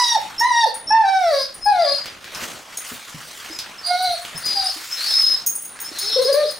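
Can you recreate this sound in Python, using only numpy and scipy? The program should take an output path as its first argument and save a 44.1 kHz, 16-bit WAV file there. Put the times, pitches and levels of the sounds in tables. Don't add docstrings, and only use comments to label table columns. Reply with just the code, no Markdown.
import sys
import numpy as np
from scipy import signal
from scipy.io import wavfile
from scipy.ndimage import uniform_filter1d

SR = 44100
rng = np.random.default_rng(int(sys.argv[2]) if len(sys.argv) > 2 else 0)


def waveform_to_disk(signal):
    frames = np.transpose(np.atleast_2d(signal))
    scaled = np.clip(frames, -1, 1) * 32767
    samples = np.round(scaled).astype(np.int16)
    wavfile.write(sys.argv[1], SR, samples)


def gain_from_decibels(decibels):
    exponent = np.asarray(decibels, float) / 20
    return 10 ** exponent


N = 290619

# time_s, level_db
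RUSTLE_LEVELS = [(0.0, -34.5), (.3, -35), (.59, -42.5), (.95, -39.5), (1.15, -42.5), (1.3, -40),
                 (1.7, -43.5), (1.91, -34), (2.21, -40), (2.449, -25.5), (2.66, -38.5), (2.88, -33),
                 (3.0, -36), (3.45, -35), (4.02, -38), (4.53, -33), (4.9, -35), (5.07, -28), (5.3, -32),
                 (5.61, -44), (5.9, -35), (6.28, -33.5), (6.59, -38.5)]
# frequency_hz, relative_level_db
RUSTLE_COLOUR = [(41, -27), (70, -3), (255, 0), (392, -0.5), (774, 1), (971, 1), (1300, 4), (1790, 1),
                 (6530, -7.5), (8570, -12), (14400, -21.5), (15800, -21)]
# frequency_hz, likeness (1 = the same)
LEFT_RIGHT_LIKENESS = [(60, 0.12), (130, 1), (290, 0.54), (640, 0.82), (1410, 0.71), (3100, 0.9),
                       (6820, 0.94), (15000, 1)]
# time_s, level_db
HAND_SHIFTS = [(.08, -61), (.4, -53), (.9, -58), (1.271, -46), (1.67, -44.5), (2.44, -59), (4.09, -53),
               (4.61, -49), (5.27, -54), (6.18, -68)]
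SHIFT_RISE_DB_PER_S, SHIFT_FALL_DB_PER_S, STILL_HAND_DB = 161.5, 88, -102
# frequency_hz, decay_s
ECHO_DECAY = [(300, 0.28), (1000, 0.34), (3000, 0.53), (8000, 0.062)]
# time_s, level_db, pitch_hz
PAW_STEPS = [(1.414, -38.5, 223.6), (2.421, -24, 235), (2.915, -25, 246), (3.144, -27, 149),
             (3.499, -25.5, 330), (4.088, -37.5, 86), (4.348, -26.5, 156), (4.76, -33.5, 320),
             (5.913, -29.5, 350)]
# time_s, peak_db, centre_hz, left_over_right_db
CLAW_TICKS = [(0.215, -19, 3600, 1), (2.058, -16, 2660, 0), (2.2432, -23.5, 2460, 0),
              (2.28, -27, 3120, 0.0), (2.348, -19, 5200, 2.5), (2.8489, -24.5, 5950, 0),
              (3.0967, -27, 6400, 2), (3.4616, -21, 1610, -3), (3.5892, -12, 4470, 0.5),
              (4.2504, -18.5, 2940, -2), (5.79, -23, 2090, 1), (4.4651, -12.5, 4870, -2)]
# time_s, level_db, low_ring_db, top_ring_db
TAG_KNOCKS = [(0.3965, -28, -0.5, -4), (0.7427, -21, -22, -18), (1.5409, -29.5, -26, -18),
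              (1.6477, -27.5, -24, -14), (2.7711, -21.5, -5, -11), (2.8744, -35, -4, -4),
              (2.9292, -35, -19, -5), (3.8631, -23, -31, -21), (4.0228, -25, -34, -12),
              (4.1194, -28, -32, -13), (4.2154, -32.5, -52, -12), (4.375, -25.5, -10, -11),
              (4.4538, -26, -9, -7), (4.6399, -22, -35, -32), (5.2096, -29, -28, -4),
              (5.4625, -12.5, -4.5, -2), (5.5523, -18, -14, -13), (5.619, -22.5, -17, -14),
              (5.6481, -26, -11, -8), (5.8007, -23, -7.5, -4), (5.9853, -19, -9, -11),
              (6.2173, -22, -6, -7), (6.328, -22.5, -11, -4), (6.5071, -25, -21, -12)]
# frequency_hz, relative_level_db, fall_by_60_db_s, resonance_width_hz
TAG_MODES = [(5800, 3, 0.047, 1300), (6570, 5.5, 0.24, 144), (8160, -20.5, 0.63, 100),
             (9070, -3, 0.19, 1000), (9425, -3.5, 0.06, 290), (9580, -3.5, 0.49, 250),
             (9800, -42, 0.061, 92), (13100, -28, 0.058, 910), (13900, 2, 0.17, 380),
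             (14600, -14, 0.23, 1600), (15240, 2.5, 0.23, 400)]
# start_s, length_s, level_db, nostril_hz, swell_db_per_s
BREATHS = [(.62, .18, -30, 4740, -64), (1.27, 0.3, -28.5, 4860, -25), (1.62, 0.46, -36, 4280, 13),
           (3.8, .46, -30, 4350, 11), (4.38, 0.48, -31, 4600, -6), (4.95, 0.53, -28.5, 4420, -24),
           (5.9, 0.75, -30, 4410, -10)]
# attack_s, rise_db, release_s, fall_db, arch_db
BREATH_SHAPE = (0.1, 14.5, 0.15, 25, 4.3)
NOSTRIL_DIP_HZ = 178
# start_s, length_s, level_db, pitch_hz, end_pitch_hz
LOWER_STRANDS = [(1.27, .1, -34, 4485, 4950), (1.37, 0.087, -45, 4440, 4730),
                 (1.64, 0.086, -42.5, 4570, 4060), (1.72, .08, -46, 4070, 4010),
                 (1.84, 0.159, -27.5, 4340, 4250), (3.84, 0.12, -34, 4470, 3920),
                 (3.93, 0.14, -36, 3900, 3930), (4.02, .18, -34.5, 3933, 4420),
                 (4.97, 0.13, -30, 4000, 4850), (6.06, .2, -36, 4330, 4250)]
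# attack_s, rise_db, release_s, fall_db, arch_db
STRAND_ENVELOPE = (0.032, 11, 0.031, 14, 1.7)
# start_s, length_s, level_db, pitch_hz, end_pitch_hz
NOSE_WHISTLES = [(0.0, 0.064, -17, 5180, 5305), (.38, 0.052, -19, 5441, 5514),
                 (.87, 0.087, -21.5, 5474, 5430), (1.36, 0.13, -27.5, 4880, 5130),
                 (1.61, 0.13, -28.5, 5260, 4820), (1.79, 0.12, -26, 4870, 4830),
                 (1.85, 0.18, -22, 4876, 4920), (3.5, 0.15, -34.5, 5150, 5000),
                 (3.78, 0.034, -37, 5320, 5400), (3.83, 0.11, -27, 4810, 4826),
                 (4.35, 0.046, -30.5, 5209, 5380), (4.43, .25, -21, 5000, 4753),
                 (4.65, 0.072, -20, 5110, 5076), (4.905, .075, -27.5, 5330, 5300),
                 (5.06, 0.33, -16, 5242, 5107), (5.84, 0.077, -32, 5240, 5440),
                 (5.98, 0.15, -27, 5190, 5296), (6.09, 0.11, -21, 5360, 5300),
                 (6.24, 0.054, -17, 5130, 5200), (6.32, 0.039, -23, 5000, 4980),
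                 (6.45, 0.096, -30, 4978, 5070)]
# attack_s, rise_db, release_s, fall_db, arch_db
WHISTLE_ENVELOPE = (0.0083, 8.6, 0.045, 14, 10.4)
SCOOP_HZ, SCOOP_S = 214.3, 0.01184
# time_s, pitch_hz, level_db
WHIMPER_PATHS = [
    [(0, 992, -15.5), (.06, 956, -25.5), (.14, 924, -22), (.165, 841.5, -10), (.18, 585, -32),
     (.2, 510, -36)],
    [(.404, 894, -18.5), (.425, 941, -9.5), (.47, 1021, -19), (.5, 993, -15.5), (.525, 943.4, -15.5),
     (.62, 929, -16.5), (.65, 875, -13), (.668, 542, -28.5), (.69, 483, -19.5)],
    [(.903, 840, -14), (.95, 908.3, -13), (1.02, 874, -17), (1.05, 783.8, -13.5), (1.2, 755.3, -16.5),
     (1.24, 704, -15), (1.3, 646.4, -18.5), (1.335, 567.4, -16), (1.44, 518.8, -34)],
    [(1.654, 789, -25), (1.67, 834, -9.5), (1.71, 829, -11), (1.74, 749, -17), (1.825, 669, -15),
     (1.86, 572.3, -22), (1.92, 556, -25.5), (1.96, 593, -43)],
    [(3.86, 690, -42), (3.895, 708, -28), (3.912, 722, -15), (3.95, 714.5, -17), (3.99, 736, -23.5),
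     (4.05, 740, -17), (4.09, 709.4, -23), (4.135, 696, -23.5), (4.165, 602, -36.5)],
    [(4.55, 815, -39), (4.585, 789, -25), (4.68, 739, -34), (4.71, 526, -51)],
    [(6.01, 385, -50), (6.04, 394, -44), (6.11, 453, -51), (6.14, 414, -52)],
    [(6.158, 475, -12.5), (6.172, 542, -17), (6.19, 490, -12), (6.215, 538, -14), (6.243, 504, -18.5),
     (6.262, 418, -21)],
    [(6.27, 508, -19), (6.3, 572, -15), (6.32, 531, -16), (6.334, 456, -19)],
    [(6.336, 520, -13), (6.35, 568, -15), (6.385, 604, -14), (6.425, 600, -16), (6.445, 535, -24.5),
     (6.465, 397, -30.5)],
]
# throat_overtones_db, nose_overtones_db
WHIMPER_BRIGHTNESS = [(-1, 9), (1.5, -2), (0.5, -13), (-4.5, -16), (-3, -22), (-7.5, -2), (-15, -15),
                      (-18.5, -12), (-13, -2), (-12.5, -22)]
# frequency_hz, gain_db
MUZZLE_GAIN = [(900, -1), (1400, -12.5), (1900, -9), (2400, -21), (3000, -28.5), (3900, -12.5),
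               (4700, -18.5), (5600, -14), (7000, -39), (9500, -30.5), (13000, -55)]
USUAL_DB, FOLLOW = -13, 0.73
THROAT_DB_PER_S, NOSE_DB_PER_S = -18.5, 8
NOSE_OPENS_S, NOSE_SHUT_DB = 0.045, -15
BREAK_DB_PER_OCTAVE_S, BREAK_FROM_OCTAVES_S = -3, 3.5
# time_s, left_over_right_db
DOG_SIDE = [(0.0, -1.5), (0.84, 0.5), (1.21, 0), (1.63, 4), (3.72, -1), (3.84, -3.5), (4.42, 3.5),
            (5.69, 0.5), (6.59, 5.5)]
KNEE_DB, SQUEEZE, RECOVER_DB_PER_S = -16.5, 0.26, 45


def evened(x):
    return x / np.sqrt(np.mean(x ** 2) + 1e-20)


def read(points, hz):
    point_hz, value = np.transpose(points)
    return np.interp(np.log(hz + 1), np.log(point_hz + 1), value)


def add(mix, s, sound, side_db=0):
    part = mix[:, round(s * SR):][:, :len(sound)]
    part += sound[:part.shape[1]] * gain_from_decibels(np.array([[side_db / 2], [-side_db / 2]]))


def waver(n, width):
    once = uniform_filter1d(rng.standard_normal(n), round(width))
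    return evened(uniform_filter1d(once, round(width)))


def resonate(x, hz, width):
    turn = np.exp(2j * np.pi * np.cumsum(hz * np.ones(len(x))) / SR)
    r = np.exp(-np.pi * width / SR)
    return 2 * (turn * signal.lfilter([1 - r], [1, -r], x / turn)).real


def steep(x, hz, width):
    return evened(resonate(resonate(x, hz, width), hz, width))


def played(rows, edge_s):
    s, *columns = np.transpose(rows)
    t = np.arange(s[0], s[-1], 1 / SR)
    since_start = t - s[0] + (s[0] < .01)
    edge = np.clip(np.minimum(since_start, s[-1] - t) / edge_s, 0, 1)
    return [np.interp(t, s, c) for c in columns] + [edge]


def shaped(length, attack_s, rise_db, release_s, fall_db, arch_db):
    t = np.arange(0, length, 1 / SR)
    rise = np.clip(1 - t / min(attack_s, 0.25 * length), 0, 1)
    fall = np.clip(1 - (length - t) / min(release_s, .65 * length), 0, 1)
    arch = (2 * t / length - 1) ** 2
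    return t, -rise_db * rise - fall_db * fall - arch_db * arch


def rumble():
    band = signal.butter(2, [22, 75], "bandpass", fs=SR, output="sos")
    low = signal.sosfilt(band, rng.standard_normal((2, N)))
    t = np.arange(N) / SR
    swells = 0
    for s, db in HAND_SHIFTS:
        drop_db = np.maximum(SHIFT_RISE_DB_PER_S * (s - t), SHIFT_FALL_DB_PER_S * (t - s))
        swells = swells + gain_from_decibels(db - drop_db)
    return (gain_from_decibels(STILL_HAND_DB) + swells) * evened(low)


def rustle():
    frames, hz = N // 128 + 5, np.fft.rfftfreq(512, 1 / SR)
    a, b, c, d, patches = rng.standard_normal((frames, 257, 5)).T
    patches = evened(uniform_filter1d(uniform_filter1d(patches, 8, 0), 20, 1))
    patch_db = 3.5 * np.tanh(patches)
    grain_db = 1.73 * waver(frames, 2)
    db = np.interp(np.arange(frames) * 128 / SR, *np.transpose(RUSTLE_LEVELS))
    tilt_db = 1.44 + 1.48 * waver(frames, 90)
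    same = np.clip(read(LEFT_RIGHT_LIKENESS, hz), -1, 1)[:, None]
    left = a + 1j * b
    right = same * left + np.sqrt(1 - same ** 2) * (c + 1j * d)
    octaves = np.log2(np.maximum(hz, 300) / 2000)[:, None]
    colour_db = read(RUSTLE_COLOUR, hz)[:, None]
    z = np.array([left, right]) * gain_from_decibels(colour_db + patch_db + grain_db + db + tilt_db * octaves)
    return gain_from_decibels(-19.5) * signal.istft(z, nperseg=512, noverlap=384)[1][:, :N]


def kitchen(x):
    taps = np.zeros((2, SR // 2))
    at = np.arange(200, SR // 2 - 20, 20) + rng.integers(0, 20, (2, (SR // 2 - 201) // 20))
    np.put_along_axis(taps, at, rng.choice([-1., 1.], at.shape), 1)
    hz, t, z = signal.stft(taps, SR, nperseg=256)
    decay = gain_from_decibels(-60 * t / read(ECHO_DECAY, hz)[:, None])
    tail = signal.istft(z * decay, SR, nperseg=256)[1]
    tail[1] = .55 * tail[0] + .835 * tail[1]
    return signal.fftconvolve(x[None], tail / np.linalg.norm(tail[0]), axes=1)[:, :N]


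def paw_step(db, hz):
    t = np.arange(SR // 4) / SR
    burst = evened(resonate(rng.standard_normal(len(t)), hz, 215))
    thud = np.sin(2 * np.pi * hz * t) + .5 * burst
    return gain_from_decibels(db - 60 * t / 0.059) * (1 - np.exp(-t / 0.0042)) * thud


def claw(db, hz):
    t = np.arange(SR // 6) / SR
    tick, scrape = gain_from_decibels(-60 * t / .008), gain_from_decibels(-8 - 60 * t / .2)
    burst = rng.standard_normal(len(t)) * (tick + scrape)
    sound = 0.022 * resonate(burst, 2700, 7100) + resonate(burst, hz, 2000)
    return gain_from_decibels(db) * sound / abs(sound).max()


def jingle(db, low_db, top_db, spread):
    t = np.arange(SR // 2) / SR
    chatter = rng.standard_normal(len(t)) * gain_from_decibels(1.8 * waver(len(t), 56))
    tick = gain_from_decibels(-36 - 60 * t / 0.0037) * np.diff(rng.standard_normal(len(t) + 1), 2, prepend=0)
    ring = 0
    for (hz, mode_db, t60, width), chance in zip(TAG_MODES, spread):
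        extra_db = low_db if hz < 7000 else top_db if hz > 12000 else 0
        fading = gain_from_decibels(mode_db + 2 * chance + extra_db - 60 * t / t60)
        ring = ring + fading * steep(chatter, hz, width)
    return gain_from_decibels(db - 7.5) * (ring + tick)


def puff(length, level_db, nostril_hz, swell_db_per_s):
    t, db = shaped(length, *BREATH_SHAPE)
    hz = nostril_hz - NOSTRIL_DIP_HZ * np.sin(np.pi * t / length)
    edge = np.clip(np.minimum(t, length - t) / 0.024, 0, 1)
    air = rng.standard_normal(len(hz)) * gain_from_decibels(0.92 * waver(len(hz), 150))
    main = steep(air, hz * (1 + 0.048 * waver(len(hz), 820)), 740)
    upper = steep(steep(air, 5500, 1500), 5500, 1500)
    top = steep(air, 9300, 2500)
    highest = steep(air, 12800, 3000)
    breath = main + gain_from_decibels(-13.5) * upper + gain_from_decibels(-14.0) * top + gain_from_decibels(-21) * highest
    return gain_from_decibels(level_db + db + swell_db_per_s * (t - length / 2)) * edge * breath


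def whistle(length, level_db, pitch_hz, end_hz, shape=WHISTLE_ENVELOPE, scoop_hz=SCOOP_HZ,
            fuzz_db=-12, flutter_db=3.5):
    t, db = shaped(length, *shape)
    hz = pitch_hz + (end_hz - pitch_hz) * t / length - scoop_hz * np.exp(-t / SCOOP_S)
    edge = np.clip(np.minimum(t, length - t) / 0.0025, 0, 1)
    turns = np.cumsum(hz * (1 + 0.0047 * waver(len(hz), 230))) / SR
    tone = np.cos(2 * np.pi * turns) + gain_from_decibels(-24) * np.cos(4 * np.pi * turns)
    fuzz = steep(rng.standard_normal(len(hz)), hz, 340)
    loudness = gain_from_decibels(level_db + db + flutter_db * waver(len(hz), 250)) * edge
    return loudness * (np.sqrt(2) * tone + gain_from_decibels(fuzz_db) * fuzz)


def strand(*row):
    return whistle(*row, shape=STRAND_ENVELOPE, scoop_hz=0, fuzz_db=-8, flutter_db=4)


def whimper(rows, throat_db, nose_db):
    hz, db, edge = played(rows, 0.0089)
    t = np.arange(len(hz)) / SR
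    held_db = (1 - FOLLOW) * (USUAL_DB - db)
    throat_db = throat_db + THROAT_DB_PER_S * t
    shut_db = NOSE_SHUT_DB * (rows[0][0] > 0) * np.exp(-t / NOSE_OPENS_S)
    nose_db = nose_db + NOSE_DB_PER_S * t + shut_db
    falling = -np.gradient(np.log2(hz)) * SR
    too_fast = np.maximum(falling - BREAK_FROM_OCTAVES_S, 0)
    held_db = held_db + BREAK_DB_PER_OCTAVE_S * uniform_filter1d(too_fast, 400)
    turns = np.cumsum(hz * (1 + 0.0026 * waver(len(hz), 280))) / SR
    stack = np.cos(2 * np.pi * turns)
    for k in range(2, 15):
        nose = np.clip((k * hz - 2600) / 800, 0, 1)
        flicker_db = (1.5 + 2.5 * nose) * waver(len(hz), 500)
        colour_db = throat_db * (1 - nose) + nose_db * nose
        gain_db = read(MUZZLE_GAIN, k * hz) + held_db + colour_db + flicker_db
        blur = (.05 + .2 * nose) * waver(len(hz), 40)
        stack += gain_from_decibels(gain_db) * np.cos(2 * np.pi * k * turns + blur + k * k)
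    return np.sqrt(2) * gain_from_decibels(db + 1.13 * waver(len(hz), 384)) * edge * stack


def scene():
    dog, small = np.zeros((2, 2, N))
    for rows, bright in zip(WHIMPER_PATHS, WHIMPER_BRIGHTNESS):
        add(dog, rows[0][0], whimper(rows, *bright))
    for table, sound in (NOSE_WHISTLES, whistle), (LOWER_STRANDS, strand), (BREATHS, puff):
        for s, *row in table:
            add(dog, s, sound(*row))
    spread = rng.standard_normal((len(TAG_KNOCKS), len(TAG_MODES)))
    for (s, db, low_db, top_db), chance in zip(TAG_KNOCKS, spread):
        add(small, s, jingle(db, low_db, top_db, chance))
    for s, db, hz, side_db in CLAW_TICKS:
        add(small, s, claw(db, hz), side_db)
    for s, db, hz in PAW_STEPS:
        add(small, s, paw_step(db, hz))
    side_db = np.interp(np.arange(N) / SR, *np.transpose(DOG_SIDE))
    echo = kitchen(gain_from_decibels(-7.5) * dog[0] + gain_from_decibels(-6.0) * small.mean(0))
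    placed_dog = dog * gain_from_decibels(np.outer([.5, -.5], side_db))
    return placed_dog + small + echo + rustle() + rumble()


def top_cut(x):
    return signal.sosfilt(signal.butter(12, 16470, fs=SR, output="sos"), x)


def record(dry):
    power_db = 10 * np.log10(abs(uniform_filter1d((dry ** 2).mean(0), 300)) + 1e-12)
    fall = np.arange(N) * RECOVER_DB_PER_S / SR
    peak_db = np.maximum.accumulate(power_db + fall) - fall
    over_db = np.maximum(peak_db - KNEE_DB, 0)
    held = dry * gain_from_decibels(-SQUEEZE * uniform_filter1d(over_db, 200))
    low_pass = signal.firwin(255, 15900, window=("kaiser", 8), fs=SR)
    mix = signal.oaconvolve(held, low_pass[None], "same")
    return top_cut(mix)


dry = scene()
out = record(dry)
waveform_to_disk(out)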